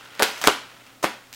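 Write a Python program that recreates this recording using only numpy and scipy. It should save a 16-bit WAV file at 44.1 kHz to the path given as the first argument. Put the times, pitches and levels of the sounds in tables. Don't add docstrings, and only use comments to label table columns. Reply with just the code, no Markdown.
import sys
import numpy as np
from scipy import signal
from scipy.fft import rfft, irfft, next_fast_len
from scipy.io import wavfile
from scipy.ndimage import uniform_filter1d

SR = 44100
rng = np.random.default_rng(int(sys.argv[2]) if len(sys.argv) > 2 else 0)


def master_out(mix):
    frames = np.transpose(np.atleast_2d(mix))
    ceiling = np.clip(frames, -1, 1)
    pcm = np.round(ceiling * 32767).astype(np.int16)
    wavfile.write(sys.argv[1], SR, pcm)


N = 59535

# pitch_hz, level_db
HISS_TONE = [(25, -8), (50, -16), (85, -7), (120, -8), (170, -5.5), (270, 0), (400, -8.5), (700, -6),
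             (1400, -10), (3200, -12.5), (7000, -15.5), (12000, -21.5), (16000, -18.5)]
# pitch_hz, level_db
HUM_TONES = [(119, -64.5), (268, -67.5), (1254, -74), (2568, -76)]
# pitch_hz, decay_s
ROOM_DECAY = [(100, 0.17), (260, 0.31), (700, 0.36), (1840, 0.38), (4850, 0.39), (12800, 0.26)]
# pitch_hz, level_db
ROOM_TONE = [(60, -22), (200, -10.5), (500, -5.5), (1200, -4.5), (2500, 1.5), (4500, -1.5), (8000, -5.5),
             (15000, -8.5)]
# time_s, level_db
RUSTLE_LEVELS = [(0, -47.5), (.08, -47.5), (.18, -45), (.4, -42), (.66, -47.5), (.78, -49.5), (.9, -52),
                 (.99, -61), (1.35, -57)]
# pitch_hz, level_db
RUSTLE_TONE = [(100, -27.5), (400, -9.5), (1100, -7.5), (1420, -9.5), (1750, -6.5), (2800, -6), (4500, -15),
               (8000, -23.5), (16000, -34.5)]
# start_s, length_s, level_db
SCUFF_EVENTS = [(0.205, 0.0098, -34), (.27, 0.053, -40.5), (0.331, 0.098, -45.5), (0.412, .02, -36),
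                (0.437, 0.027, -28), (1.026, 0.0066, -27.5), (1.335, 0.018, -50)]
# pitch_hz, level_db
SCUFF_TONE = [(100, -17.5), (400, 0.5), (1300, 3), (3500, -5.5), (6000, -2), (11000, -12), (16000, -13)]
# start_s, level_db
TICK_EVENTS = [(.050, -43), (.150, -37.5), (.379, -32), (.866, -43), (0.93, -53), (1.3282, -28),
               (1.338, -30.5), (1.346, -33)]
# pitch_hz, level_db
TICK_TONE = [(200, -13), (1200, -4.5), (2800, 1), (7000, -0.5), (10000, -9), (16000, -8)]
# start_s, level_db
PUFF_EVENTS = [(.4735, -18), (1.041, -29.5)]
# pitch_hz, level_db, decay_s
BOX_NOTES = [(210.5, 2.5, 0.11), (305.4, -5, 0.15), (429, 1, 0.11), (539.6, 3.5, 0.12), (709, 3.5, 0.087),
             (798.4, 6, 0.11), (970, 3.5, 0.18), (1103, 1, 0.15), (1191, -2, 0.095), (1409, -7.5, 0.27),
             (1486, -7, .2), (1600, -15, 0.081), (1817, -4, 0.14), (2650, -15, 0.056)]
# pitch_hz, level_db
CRACK_TONE = [(100, -32), (600, 0.5), (1500, 11), (2300, 7), (3800, 7), (6000, 1.5), (9000, 0),
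              (12000, -2.5), (16000, -10)]
# start_s, snap_db, snap_hz, crack_db, crack_decay_s,
# crack_tilt_db_per_octave, thump_db, thump_hz, ring_db, room_db
KNOCK_EVENTS = [(0.1948, -6, 2130, -19.5, 0.014, -3.5, -40, 394, -42, -3.5),
                (0.199, -17, 740, -22, 0.0096, 1.5, -19.5, 576, -33, 5.5),
                (0.2005, -7.5, 1000, -29.5, 0.028, -8, -32, 420, -31.5, 3.5),
                (0.2231, -5, 787, -8.5, 0.019, -0.2, -19, 468, -33.5, 0),
                (0.2255, -12, 1110, -19.5, 0.018, -1.5, -12.5, 452, -36, -0.5),
                (0.2308, -33, 4200, -1, 0.0031, 3.3, -26, 755, -42.5, 0),
                (0.4143, -31, 1000, -26.5, .025, -0.5, -46, 465, -51.5, 5),
                (0.439, -24, 1400, -24.5, 0.026, 2, -37, 306, -44, 2),
                (0.4399, -15, 1620, -21, 0.024, -5.5, -40, 645, -35, 1.5),
                (.4690, -10, 1900, -22, .016, -3, -31, 400, -40, 0),
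                (0.473, 10, 1165, 0.5, 0.01, -0.5, -5.5, 306, -30.5, -4.5),
                (.4752, 2.5, 1340, -3, 0.0061, 0, -8, 412, -36.5, -0.5),
                (.4830, 1.5, 1090, -15.5, 0.0068, -9, -18.5, 222, -34.5, -2),
                (1.0373, -18, 900, -25.5, .020, -0.5, -23, 377, -42, 2),
                (1.0400, -15.5, 740, -22, .012, -0.5, -18, 693, -29.5, -2),
                (1.0431, 0.5, 910, -16.5, 0.015, -3, -18, 338, -40, 0),
                (1.0437, -10, 1970, -23, 0.019, 2, -29.5, 1850, -40, 5.5)]


def gain(db):
    return 10 ** (np.asarray(db) / 20)


def normalise(x):
    return x / np.sqrt(np.mean(x ** 2) + 1e-20)


def look_up(table, hz):
    pitches, values = np.transpose(table)
    return np.interp(np.log(hz + 1), np.log(pitches + 1), values)


def shape_tone(x, tone, tilt_db=0):
    size = 2 * next_fast_len(len(x))
    hz = np.fft.rfftfreq(size, 1 / SR)
    octaves = np.log2(np.maximum(hz, 500) / 4000)
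    cepstrum = irfft(np.log(gain(look_up(tone, hz) + tilt_db * octaves)), size)
    cepstrum[1:size // 2] *= 2
    cepstrum[size // 2 + 1:] = 0
    return irfft(rfft(x, size) * np.exp(rfft(cepstrum)), size)[:len(x)]


def fade(t, decay_s):
    return np.exp(-np.log(1000) * t / decay_s)


def add(track, start_s, x):
    i = int(round(start_s * SR))
    track[i:i + len(x)] += x[:len(track) - i]


def even_out(x, width_hz=45):
    spectrum = rfft(x, 2 * len(x))
    power = uniform_filter1d(np.abs(spectrum) ** 2, size=int(width_hz * 2 * len(x) / SR))
    return normalise(irfft(spectrum / np.sqrt(np.abs(power) + 1e-12))[:len(x)])


def burst(t, decay_s):
    level = fade(t, decay_s)
    spectrum = rfft(level * rng.standard_normal(len(t)))
    flat = irfft(spectrum / (np.abs(spectrum) + 1e-9), len(t))
    return normalise(flat * np.sqrt(level)) * np.sqrt(np.mean(level ** 2))


def friction(tone, grains_per_s=400, spread_db=2.5):
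    grains = np.interp(np.arange(N) * grains_per_s / SR, np.arange(N), rng.standard_normal(N))
    return normalise(shape_tone(gain(spread_db * grains) * rng.standard_normal(N), tone))


def background(hiss_db=-53.5):
    t = np.arange(N) / SR
    hum = sum(gain(db) * np.sqrt(2) * np.sin(2 * np.pi * (hz * t + rng.random())) for hz, db in HUM_TONES)
    return hum + gain(hiss_db) * normalise(shape_tone(rng.standard_normal(N), HISS_TONE))


def room_echo(early_db=-5, tail_db=-4.5, rise_s=0.0084, bounce_s=0.0067, bounce_db=-13):
    hz, times, bands = signal.stft(rng.standard_normal(2 ** 14), SR, nperseg=256)
    bands = bands * fade(times, look_up(ROOM_DECAY, hz)[:, None])
    tail = signal.istft(bands, SR, nperseg=256)[1]
    t = np.arange(len(tail)) / SR
    rise = 1 - np.exp(-(t / rise_s) ** 2)
    early = rng.standard_normal(len(t)) * fade(t, decay_s=0.073)
    blend = gain(tail_db) * even_out(tail * rise) + gain(early_db) * even_out(early * rise)
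    echo = shape_tone(blend, ROOM_TONE) / np.sqrt(len(t))
    echo[int(bounce_s * SR)] += gain(bounce_db)
    return echo


def rustle(ring_hz=1395, width_hz=130, ring_db=-8.5):
    times, levels_db = np.transpose(RUSTLE_LEVELS)
    level = gain(np.interp(np.arange(N) / SR, times, levels_db))
    slide = friction(RUSTLE_TONE)
    panel = signal.iirpeak(ring_hz, ring_hz / width_hz, fs=SR)
    ring = gain(ring_db) * normalise(signal.lfilter(*panel, slide))
    return level * normalise(slide + ring)


def scuffs(edge_s=0.0047):
    level, t = np.zeros(N), np.arange(N) / SR
    for start_s, length_s, db in SCUFF_EVENTS:
        corners_s = start_s + np.array([0, edge_s, max(length_s, edge_s), length_s + 2 * edge_s])
        level += gain(db) * np.interp(t, corners_s, [0, 1, 1, 0])
    return level * friction(SCUFF_TONE)


def ticks():
    out, t = np.zeros(N), np.arange(SR // 10) / SR
    for start_s, db in TICK_EVENTS:
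        add(out, start_s, gain(db) * shape_tone(burst(t, decay_s=0.018), TICK_TONE))
    return out


def puffs(push_s=0.002):
    out, age = np.zeros(N), np.arange(SR // 20) / SR / push_s
    puff = np.e * age * (1 - age / 2) * np.exp(-age)
    for start_s, db in PUFF_EVENTS:
        add(out, start_s, gain(db) * puff)
    return out


def knocks(echoes, snap_cycles=3.45, rise_s=0.0001):
    out, ring_t = np.zeros(N), np.arange(SR // 5) / SR
    t = ring_t[:2048]
    note_hz, note_db, decay_s = np.transpose(BOX_NOTES)
    notes = np.exp(2j * np.pi * note_hz[:, None] * ring_t) * fade(ring_t, decay_s[:, None])
    rise = 1 - np.exp(-ring_t / rise_s)
    bass_cut = signal.butter(2, 185, 'high', fs=SR)
    for k, (start_s, snap_db, snap_hz, crack_db, crack_decay_s, tilt_db,
            thump_db, thump_hz, ring_db, room_db) in enumerate(KNOCK_EVENTS):
        snap = gain(snap_db) * np.sin(2 * np.pi * snap_hz * t) * fade(t, snap_cycles / snap_hz)
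        thump = gain(thump_db) * np.sin(2 * np.pi * thump_hz * t) * fade(t, decay_s=0.032)
        crack = gain(crack_db) * shape_tone(burst(t, crack_decay_s), CRACK_TONE, tilt_db)
        strengths = gain(ring_db + note_db + rng.normal(0, 2.6, len(notes)))
        phases = np.exp(2j * np.pi * rng.random(len(notes)))
        knock = ((strengths * phases) @ notes).real.copy()
        add(knock, 0, snap + thump + crack)
        knock = signal.lfilter(*bass_cut, knock * rise)
        add(out, start_s, knock)
        add(out, start_s, gain(room_db) * signal.fftconvolve(knock, echoes[k % len(echoes)]))
    return out


def scene():
    echoes = [room_echo() for _ in range(4)]
    handling = puffs() + ticks() + scuffs()
    handling_echo = signal.fftconvolve(handling, echoes[0])[:N]
    return (knocks(echoes) + handling + handling_echo + rustle() + background())[None]


def record(dry):
    peak_limit, top_hz = 0.93, 15900
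    clipped = np.clip(dry, -peak_limit, peak_limit)
    size = next_fast_len(N + SR // 2)
    audible = np.fft.rfftfreq(size, 1 / SR) < top_hz
    return irfft(rfft(clipped, size) * audible, size)[..., :N]


dry = scene()
out = record(dry)
master_out(out)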